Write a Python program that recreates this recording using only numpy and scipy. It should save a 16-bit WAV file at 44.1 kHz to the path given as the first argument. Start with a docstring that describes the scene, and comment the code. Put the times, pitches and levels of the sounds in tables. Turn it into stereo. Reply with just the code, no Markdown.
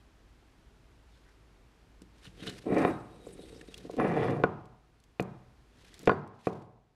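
"""Faint finger rubs on paint, then judders and knocks: a cast-iron vise body turned over on a bench.
The casting rocks under the hand, is dragged twice in stick-slip, tips and is set down with a few knocks.
Contact forces ring the modes of the hard bench top, the iron and a bare workshop; grit and nails tick.
Room air and a low machine drone lie beneath. The hardest knocks overload the close microphone:
their crests flatten, the gain ducks and slowly recovers."""
import sys
import numpy as np
from scipy import signal
from scipy.fft import rfft, irfft, next_fast_len
from scipy.io import wavfile
from scipy.ndimage import uniform_filter1d, minimum_filter1d, map_coordinates

SR = 44100
rng = np.random.default_rng(int(sys.argv[2]) if len(sys.argv) > 2 else 0)


def unload_wav(signal):
    """Save mono or channel-first audio to the path in sys.argv[1] as 16-bit WAV at rate SR, clipped to [-1, 1]."""
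    wavfile.write(
        sys.argv[1],
        SR,
        np.round(np.clip(np.atleast_2d(signal).T, -1, 1) * 32767).astype(np.int16),
    )


N = 306481
TIME = np.arange(N) / SR


def from_db(db):
    """Decibels to gain."""
    return 10 ** (np.asarray(db) / 20)


def unit_rms(x):
    """Scale to rms 1."""
    return x / np.sqrt(np.mean(x ** 2) + 1e-20)


def at_hz(points, hz):
    """Interpolate (Hz, value) rows over log frequency."""
    points = np.array(points)
    return np.interp(np.log(hz + 1e-9), np.log(points[:, 0]), points[:, 1])


def cut(x, hz, kind, order=2):
    """Butterworth filter."""
    sos = signal.butter(order, np.clip(hz, 10, SR * 9 / 20), kind, fs=SR, output="sos")
    return signal.sosfilt(sos, x + 1e-18)


def drift(rate_hz):
    """Low-passed noise, rms 1."""
    return unit_rms(cut(rng.standard_normal(N), rate_hz, "low"))


def stereo_noise(correlation, size=N):
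    """Two correlated white noises."""
    mid, side = rng.standard_normal((2, size))
    alike = np.clip(correlation, 0, 1)
    return np.sqrt((1 + alike) / 2) * mid + np.sqrt((1 - alike) / 2) * side * [[1], [-1]]


def colour(x, spectrum):
    """Shape noise by (Hz, dB) rows; rms 1."""
    size = next_fast_len(N)
    gain = from_db(at_hz(spectrum, np.fft.rfftfreq(size, 1 / SR)))
    return unit_rms(irfft(rfft(x, size) * gain, size)[..., :N])


def grains(per_s, spread_db):
    """Random clicks of uneven size, rms 1."""
    sizes = from_db(spread_db * np.minimum(rng.exponential(1, N), 4)) * rng.choice([-1, 1], N)
    return unit_rms(sizes * (rng.random(N) < per_s / SR))


def ringing(modes):
    """Impulse response of damped modes, 1 s."""
    t = TIME[:SR]
    return sum(from_db(db - 60 * t / t60_s) * np.sin(2 * np.pi * hz * t) for hz, db, t60_s in modes)


def through(x, response):
    """Convolve with an impulse response."""
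    return signal.fftconvolve(np.atleast_2d(x), np.atleast_2d(response), axes=1)[:, :N]


def swell(start_s, end_s, rise_db_per_s, fall_db_per_s):
    """Gain that reaches 1 at the start, holds, and fades after the end."""
    under_db = rise_db_per_s * np.maximum(start_s - TIME, 0) + fall_db_per_s * np.maximum(TIME - end_s, 0)
    return from_db(-np.minimum(under_db, 200))


def bell(centre_s, width_s):
    """Gaussian envelope."""
    return np.exp(-np.minimum(((TIME - centre_s) / width_s) ** 2, 50))


def background(air_db, hiss_db):
    """Room air, correlated only in the bass; microphone hiss, machine drone, thin electronic whine."""
    # Each row: frequency in Hz, relative density in dB.
    air_spectrum = [(15, -37), (25, -9.5), (59, -4), (82, -11.5), (101, -9.5), (209, -18.5), (227, -16),
                    (281, -16), (433, -17), (537, -22.5), (648, -21.5), (1530, -25.5), (11800, -45.5),
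                    (12800, -49), (15500, -76.5)]
    # Each row: frequency in Hz, width in Hz, rms level in dB.
    drone = [(53.8, 7, -63.5)]
    whine = [(13006, 10, -91)]
    diffuse = cut(stereo_noise(0), 220, "high") + cut(rng.standard_normal(N), 260, "low")
    air = from_db(air_db) * colour(diffuse, air_spectrum)
    hiss = from_db(hiss_db) * cut(stereo_noise(0), 2500, "high", order=1)
    tones = 0
    for hz, width_hz, db in drone + whine:
        cycles = np.cumsum(hz + width_hz / 2 * drift(width_hz)) / SR
        tones += from_db(db) * np.sqrt(2) * np.sin(2 * np.pi * cycles)
    return air + cut(hiss, 3500, "low") + tones


def hand():
    """The hand slides and pushes: envelopes of skin hiss, singing and shuffle."""
    # Each row: start in s, end in s, then relative levels in dB of hiss, singing and shuffle.
    strokes = [(1.113, 1.303, -75, -97, -76), (2.242, 2.277, -60, -75, -62),
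               (2.467, 2.474, -49.5, -56, -40), (2.558, 2.586, -57, -80, -69),
               (2.751, 2.888, -57, -54.5, -57), (2.96, 3.217, -71.5, -68.5, -54.5),
               (3.267, 3.603, -63, -62, -51.5), (3.678, 3.805, -61.5, -68, -56.5),
               (3.854, 3.926, -60, -83, -48.5), (4.005, 4.324, -61, -62.5, -57.5),
               (5.813, 6.024, -63, -90, -66.5), (6.12, 6.125, -50.5, -88, -38),
               (6.464, 6.473, -46.5, -78, -68), (6.551, 6.596, -57.5, -94, -74)]
    power = 0
    for start_s, end_s, *levels_db in strokes:
        envelope = swell(start_s, end_s, rise_db_per_s=166, fall_db_per_s=169.5)
        power += np.outer(from_db(levels_db), envelope) ** 2
    return np.sqrt(power)


def singing_iron(tipped_s, flicker_db, stray_share):
    """Friction stirs high modes; each flickers, and the pitch strays as the contact point moves."""
    # Modes before and after tipping. 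Each row: frequency in Hz, relative level in dB, t60 in s.
    upright = [(3796, 0.5, 0.049), (5740, -15, 0.0055), (7850, -3, 0.018), (8670, 10, 0.0047),
               (9050, -4, 0.014), (11000, 6.5, 0.0037)]
    lying = [(3440, 4, 0.015), (8800, -1.5, 0.009), (10500, -9.5, 0.08)]
    singing = 0
    for modes, in_pose in (upright, TIME < tipped_s), (lying, TIME >= tipped_s):
        stirred = 0
        for mode in modes:
            ring = through(stereo_noise(0.52), ringing([mode])[:SR // 4])
            stirred += ring * from_db(flicker_db * drift(12))
        singing += unit_rms(stirred) * in_pose
    stray = stray_share * drift(11)
    position = np.arange(N) + np.cumsum(stray - stray.mean())
    return np.array([map_coordinates(channel, [position], order=3, mode="mirror") for channel in singing])


def rubbing(slide, sing, skin_db, ring_db, rasp_db, flutter_db):
    """Skin hisses over paint, the iron sings with it, and an edge rasps on the first tilt."""
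    # Each row: frequency in Hz, relative density in dB.
    skin_spectrum = [(800, -1.5), (1800, 6.5), (3000, 5.5), (3800, 5.5), (4600, 3), (6500, -1),
                     (8700, -3.5), (11000, -4), (13000, -10), (15500, -32.5)]
    edge_spectrum = [(900, -6.5), (1600, 7.5), (2500, -2.5), (3000, 8), (3300, -18), (3700, 4), (4700, -6),
                     (6000, -39), (10000, -8), (15000, -53)]
    # Each row: time in s, relative level in dB.
    rasps = [(2.257, -56), (2.43, -51.5), (2.48, -45.5)]
    skin = slide * colour(stereo_noise(0.9) + 0.47 * grains(5500, 2.3), skin_spectrum)
    singing = sing * singing_iron(tipped_s=3.9, flicker_db=4.0, stray_share=0.0051)
    tilt = sum(from_db(db) * swell(s, s, rise_db_per_s=502, fall_db_per_s=450) for s, db in rasps)
    rasp = tilt * colour(stereo_noise(0.93) + grains(2600, 4.5), edge_spectrum)
    flutter = from_db(flutter_db * drift(42))
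    return (from_db(skin_db) * skin + from_db(rasp_db) * rasp) * flutter + from_db(ring_db) * singing


def shuffle(push, gain_db):
    """Dull force of the casting rocking lightly under the hand."""
    return from_db(gain_db) * push * cut(cut(grains(450, 3.6), 380, "low"), 120, "high")


def skids(edge_ratio):
    """A fingertip or an edge skids: a short chirr of narrow-band noise."""
    # Each row: centre time in s, half-width in s, level in dB, centre frequency in Hz.
    chirrs = [(1.145, 0.036, -77, 3670), (1.28, 0.037, -69, 1680), (2.015, 0.0078, -68, 1500),
              (2.268, 0.007, -53, 3160), (2.408, 0.021, -58, 3200), (2.48, 0.006, -41.5, 3650),
              (2.501, 0.007, -47, 3900), (2.795, 0.07, -49, 2200), (2.83, 0.06, -66, 13000),
              (3.272, 0.0072, -60, 7900), (3.336, 0.01, -54, 9100), (3.425, 0.015, -63, 9400),
              (3.433, 0.02, -62, 3800), (3.537, 0.029, -71, 3870), (3.568, 0.014, -61, 5200),
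              (3.615, 0.0046, -52, 1880), (3.745, 0.003, -41, 3000), (3.783, 0.0026, -50, 4260),
              (4.23, 0.052, -55, 3340), (4.252, 0.035, -61.5, 4550), (5.934, 0.008, -63, 1690)]
    out, noise = np.zeros((2, N)), stereo_noise(0.87)
    for s, width_s, db, hz in chirrs:
        span = slice(max(round((s - .15) * SR), 0), round((s + .15) * SR))
        band = unit_rms(cut(noise[:, span], [hz / edge_ratio, hz * edge_ratio], "band"))
        out[:, span] += from_db(db) * band * bell(s, width_s)[span]
    return out


def knocks(knock_low_hz, bump_edge_ratio, bump_clank_db):
    """Forces on bench and iron: broad pulses as the casting drops, narrow-band bumps as it rocks."""
    # Each row: time in s, force in dB, centre frequency in Hz.
    bumps = [(2.017, -36, 238), (2.272, -34.5, 135), (2.422, -28.5, 230), (2.639, -42, 380),
             (2.666, -20.5, 304), (2.722, -11, 234), (3.267, -32, 420), (3.390, -33.5, 367),
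             (3.434, -41.5, 400), (3.560, -36.5, 316), (3.61, -41.5, 305), (3.683, -35, 290),
             (3.849, -30, 316), (3.896, -28.5, 487), (3.938, -29.5, 340), (3.968, -26, 330),
             (3.987, -18.5, 260), (4.054, -19.5, 447)]
    # Each row: time in s, force in dB, contact cutoff in Hz, share sent to the iron in dB.
    drops = [(2.8496, -13, 2280, -14.5), (3.999, -25, 2090, -2), (4.4375, -6.5, 2330, -12.5),
             (5.197, -16, 2700, -19.5), (5.2051, -18.5, 175, -29), (5.2107, -13, 185, -35),
             (6.0742, 1, 2610, -23.5), (6.0946, -4, 2100, -0.5), (6.1152, -4.5, 1020, -22),
             (6.1198, -12, 1510, -10.5), (6.4700, -2.5, 1310, -18.5)]
    click = signal.unit_impulse(SR // 20)
    soft = [(s, db, cut(click, [hz / bump_edge_ratio, hz * bump_edge_ratio], "band"), bump_clank_db)
            for s, db, hz in bumps]
    hard = [(s, db, cut(cut(click, hz, "low"), knock_low_hz, "high"), clank_db)
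            for s, db, hz, clank_db in drops]
    bench, iron = np.zeros((2, N))
    for s, force_db, pulse, clank_db in hard + soft:
        at = round(s * SR)
        bench[at:at + len(pulse)] += pulse * from_db(force_db)
        iron[at:at + len(pulse)] += pulse * from_db(force_db + clank_db)
    return bench, iron


def ticks(crack_t60_s, splash_db, splash_t60_s, gain_db):
    """Grit and fingernails snap on the iron, each with a short splash of reflections."""
    # Each row: time in s, relative peak in dB, centre frequency in Hz.
    snaps = [(2.019, -36.5, 4400), (2.245, -38, 4300), (2.2662, -41, 4200), (2.4808, -29, 3800),
             (2.4965, -26, 4000), (2.783, -25, 5730), (3.6123, -34, 2870), (3.7424, -28.5, 4300),
             (3.7784, -27.5, 5160), (3.912, -36, 4800), (3.9663, -35, 4100), (4.245, -46, 4450),
             (4.308, -37.5, 5000), (4.4384, -32, 6430), (4.6556, -40.5, 3970), (5.001, -41.5, 5070),
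             (5.0385, -40.5, 4710), (5.2039, -23, 6440), (5.225, -27.5, 5300), (5.942, -30, 5400),
             (5.9924, -30, 6000), (6.017, -37.5, 5840), (6.031, -35, 6620), (6.0565, -31, 4080),
             (6.276, -31, 5470), (6.4697, -20, 4320)]
    out, t = np.zeros((2, N)), TIME[:SR // 5]
    for s, peak_db, hz in snaps:
        crack = stereo_noise(1.0, size=len(t)) * from_db(-60 * t / crack_t60_s)
        splash = stereo_noise(.1, size=len(t)) * from_db(splash_db - 60 * t / splash_t60_s)
        tick = cut(cut(crack + splash, hz * .5, "high", order=3), hz * 2, "low")
        at = round(s * SR)
        out[:, at:at + len(t)] += from_db(peak_db + gain_db) * tick / np.abs(tick).max()
    return out


def glances(twin_ratio, twin_db):
    """A corner glances off the bench; the casting is lopsided, so each mode beats with a weaker twin."""
    # Each row: time in s, frequency in Hz, level in dB, t60 in s.
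    pings = [(2.474, 4100, -44, 0.08), (2.474, 2980, -41.5, 0.12), (3.687, 3730, -59, 0.13),
             (3.999, 10540, -58.5, 0.38), (4.438, 1455, -24, 0.08), (6.0746, 1405, -20, 0.035),
             (6.0746, 2500, -26.5, 0.021), (6.0741, 3270, -28, 0.025), (5.197, 2474, -30.5, 0.035),
             (5.1981, 2760, -40, 0.034), (5.1973, 4170, -49, 0.04), (6.098, 1455, -19.5, 0.13),
             (6.096, 4587, -41.5, 0.19), (6.1155, 1640, -31, 0.1), (6.1155, 3640, -41.5, 0.06),
             (6.4713, 1120, -25.5, 0.06), (6.4702, 1930, -29.5, 0.045), (6.4731, 2476, -31, 0.035),
             (6.4717, 3000, -45.5, 0.05)]
    out = np.zeros(N)
    for s, hz, db, t60_s in pings:
        ping = ringing([(hz, db, t60_s), (hz * twin_ratio, db + twin_db, t60_s)])[:SR // 3]
        at = round(s * SR)
        out[at:at + len(ping)] += ping
    return out


def drag_motion():
    """Judder gain, grind gain and slip rate: each drag breaks loose, sags, catches and eases off."""
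    # Each row: start, ease-off and stop in s; judder, extra breakaway judder and grind in dB;
    # grit bite time in s; first and last slip rate in Hz.
    pulls = [(2.65, 2.829, 2.92, -19.5, -2.5, -33.5, 0.15, 235, 285),
             (3.974, 4.306, 4.43, -21, 9.5, -43.5, 0.014, 270, 135)]
    # Brief chatters. Each row: centre time in s, half-width in s, extra judder in dB, extra grind in dB.
    catches = [(2.725, 0.0073, 4.5, 4), (2.769, 0.008, 3.5, 4), (2.812, 0.005, 3.5, -0.5),
               (2.88, 0.0083, 0, 4), (4.013, 0.008, -0.5, 9.5), (4.048, 0.0045, 8, 3.5),
               (4.063, 0.0093, 3.5, 5.5), (4.114, 0.008, -5.5, 6), (4.173, 0.0044, 3, 10.5),
               (4.196, 0.003, 3, 7.5), (4.225, 0.0068, 5, 8), (4.282, 0.0073, 1.5, 6),
               (4.299, 0.008, 5.5, 2.5)]
    attack_s, breakaway_s, settle_s = 0.023, 0.05, 0.1
    sag_db_per_s, judder_ease_db_per_s, grind_ease_db_per_s = 2, 61.5, 190.5
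    judder, grind, rate_hz = np.zeros(N), np.zeros(N), np.ones(N)
    for start_s, ease_s, stop_s, judder_db, jerk_db, grind_db, bite_s, first_hz, last_hz in pulls:
        span = slice(round(start_s * SR), round(stop_s * SR))
        age_s, easing_s = np.maximum(TIME[span] - start_s, 0), np.maximum(TIME[span] - ease_s, 0)
        sag_db = sag_db_per_s * age_s
        loose_db = jerk_db * np.exp(-(age_s / breakaway_s) ** 2)
        judder[span] = from_db(judder_db + loose_db - sag_db - judder_ease_db_per_s * easing_s)
        judder[span] *= 1 - np.exp(-age_s / attack_s)
        grind[span] = from_db(grind_db - sag_db - grind_ease_db_per_s * easing_s)
        grind[span] *= 1 - np.exp(-(age_s / bite_s) ** 2)
        rate_hz[span] = last_hz + (first_hz - last_hz) * np.exp(-age_s / settle_s)
    for s, width_s, extra_judder_db, extra_grind_db in catches:
        catch = bell(s, width_s)
        judder *= 1 + (from_db(extra_judder_db) - 1) * catch
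        grind *= 1 + (from_db(extra_grind_db) - 1) * catch
    return judder, grind, rate_hz


def drags(jitter, uneven_db, judder_db, lurch_db, grind_db, burst_fall_db, crunch_db):
    """Stick-slip force: each slip is a snap, a slower lurch and a dying burst of crushed grit."""
    judder, grind, pace_hz = drag_motion()
    rate_hz = pace_hz * np.exp(jitter * drift(150))
    cycles = np.cumsum(rate_hz) / SR
    snaps = np.diff(np.floor(cycles), prepend=0) * np.sqrt(200 / rate_hz) * from_db(uneven_db * drift(130))
    lurch = from_db(lurch_db + uneven_db * drift(40)) * np.cos(2 * np.pi * cycles)
    slips = cut(cut(snaps, 500, "low", order=1), 250, "high") + lurch
    grit = grains(5000, 3.2) * unit_rms(from_db(-burst_fall_db * (cycles % 1)))
    coarse = from_db(-26.5) * cut(cut(grit, 220, "high"), 680, "low")
    fine = cut(cut(grit, 630, "high"), 2150, "low", order=3)
    crunch = from_db(crunch_db) * cut(grit, [2800, 4600], "band")
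    return from_db(judder_db) * (slips + coarse) * judder + from_db(grind_db) * (fine + crunch) * grind


def dispersed(x, hz, width_hz):
    """Allpass: bending waves arrive spread in time."""
    radius = np.exp(-np.pi * width_hz / SR)
    poles = [1, -2 * radius * np.cos(2 * np.pi * hz / SR), radius * radius]
    return signal.lfilter(poles[::-1], poles, x)


def room_tail(build_s):
    """Diffuse room response: decaying half-octave noise bands, less correlated towards the treble."""
    # Each row: frequency in Hz, relative density in dB.
    echo_spectrum = [(60, -9), (120, 5.5), (250, 0.5), (420, 1), (560, -6), (750, -7), (1100, -7.5),
                     (1500, -16.5), (2200, -17.5), (3500, -30.5), (9000, -27.5)]
    # Each row: frequency in Hz, t60 in s.
    decay_times = [(90, 0.96), (240, 0.53), (630, 0.71), (1200, 0.6), (2200, 0.59), (4500, 0.97),
                   (12000, 0.36)]
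    t, out = TIME[:SR], 0
    edges_hz = 60 * 2 ** (np.arange(17) / 2)
    for low_hz, high_hz in zip(edges_hz, edges_hz[1:]):
        hz = np.sqrt(low_hz * high_hz)
        band = cut(stereo_noise(1.22 / (1 + (hz / 3000) ** 2), size=SR), [low_hz, high_hz], "band")
        out += band * from_db(at_hz(echo_spectrum, hz) - 60 * t / at_hz(decay_times, hz))
    return out * (1 - np.exp(-(t / build_s) ** 2))


def microphones(x, lag_s, skew_rad, skew_hz):
    """The left port hears later, with extra phase lag below skew_hz."""
    size = next_fast_len(N + 1000)
    hz = np.fft.rfftfreq(size, 1 / SR)
    lag_rad = 2 * np.pi * hz * lag_s + skew_rad / (1 + (hz / skew_hz) ** 2)
    left = irfft(rfft(x[0], size) * np.exp(-1j * lag_rad), size)[:N]
    return np.array([left, x[1]])


def gain_control(x, threshold_db, release_db_per_s, attack_s):
    """Peaks over the threshold pull the gain down; it creeps back up."""
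    over_db = np.maximum(20 * np.log10(np.abs(x).max(axis=0) + 1e-9) - threshold_db, 0)
    held_db = np.maximum.accumulate(over_db + release_db_per_s * TIME) - release_db_per_s * TIME
    pole = np.exp(-1 / (attack_s * SR))
    return x * from_db(-signal.lfilter([1 - pole], [1, -pole], held_db))


def limiter(x, ceiling, window_samples):
    """Flatten each crest with a fast, smoothed gain."""
    gain = np.minimum(ceiling / (np.abs(x).max(axis=0) + 1e-9), 1)
    half = window_samples // 2 + 1
    return x * uniform_filter1d(uniform_filter1d(minimum_filter1d(gain, window_samples), half), half)


def scene():
    """Contact forces ring bench, iron and room; friction, ticks and background add directly."""
    # Each row: frequency in Hz, relative level in dB, t60 in s.
    bench_modes = [(186, -26, 0.045), (331, -10, 0.046), (459.5, -2, 0.029), (560, -5, 0.015),
                   (715, -12.5, 0.06), (900, -55.5, 0.05), (1230, -27, 0.022), (1760, -19, 0.018),
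                   (1918, -12, 0.015), (2320, -15.5, 0.023), (2710, -25.5, 0.022), (3490, -23.5, 0.026)]
    iron_modes = [(860, -18.5, 0.077), (1038, -10, 0.081), (1099.5, 1.5, 0.039), (1163, -12.5, 0.041),
                  (1296, -7.5, 0.025), (1320, -6.5, 0.028), (1444, -5, 0.054), (1687, -5, 0.027),
                  (2045, -16.5, 0.041), (2440, -14, 0.035), (3006, -22.5, 0.045)]
    room_modes = [(106, -38.5, 1), (123.4, -34, 0.98), (149.8, -37, 0.58), (187.1, -21.5, 0.44),
                  (221.3, -30, 0.5), (304, -35, 0.35), (389, -27, 0.47), (447, -28, 0.49), (710, -37, 0.7),
                  (742, -34.5, 0.72)]
    slide, sing, push = hand()
    blows, clanks = knocks(knock_low_hz=119, bump_edge_ratio=1.395, bump_clank_db=-5.5)
    dragging = drags(jitter=.22, uneven_db=2.0, judder_db=-6.0, lurch_db=-39.5,
                     grind_db=-7.0, burst_fall_db=13.5, crunch_db=-15.5)
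    on_bench = blows + dragging + shuffle(push, gain_db=-18.5)
    on_iron = clanks + from_db(-20.5) * dragging
    on_bench, on_iron = dispersed(np.array([on_bench, on_iron]), hz=1190, width_hz=1500)
    on_bench = dispersed(on_bench, hz=497, width_hz=273)   # the heavy top takes a few cycles to swing
    iron = through(on_iron, ringing(iron_modes)) + glances(twin_ratio=1.017, twin_db=-4)
    direct = through(on_bench, ringing(bench_modes) + ringing(room_modes)) + iron
    clatter = cut(on_iron, [1100, 1900], "band")
    into_room = from_db(-7.5) * on_bench + from_db(-35.0) * iron + from_db(2.0) * clatter
    echo = through(into_room, room_tail(build_s=0.0034))
    friction = rubbing(slide, sing, skin_db=-1.0, ring_db=-3.5, rasp_db=-1.5, flutter_db=3.0)
    friction += skids(edge_ratio=1.127)
    cracks = ticks(crack_t60_s=0.015, splash_db=-10.5, splash_t60_s=0.037, gain_db=-7.5)
    mix = direct + echo + friction + cracks + background(air_db=-60.5, hiss_db=-63)
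    return microphones(mix, lag_s=0.00003, skew_rad=0.13, skew_hz=800)


def record(dry):
    """Gain control, limiter, steep low-pass at 15.7 kHz."""
    ducked = gain_control(dry, threshold_db=-9.0, release_db_per_s=4.5, attack_s=0.014)
    limited = limiter(ducked, ceiling=.305, window_samples=29)
    return signal.sosfilt(signal.ellip(10, .1, 80, 15700, fs=SR, output="sos"), limited)


dry = scene()
out = record(dry)
unload_wav(out)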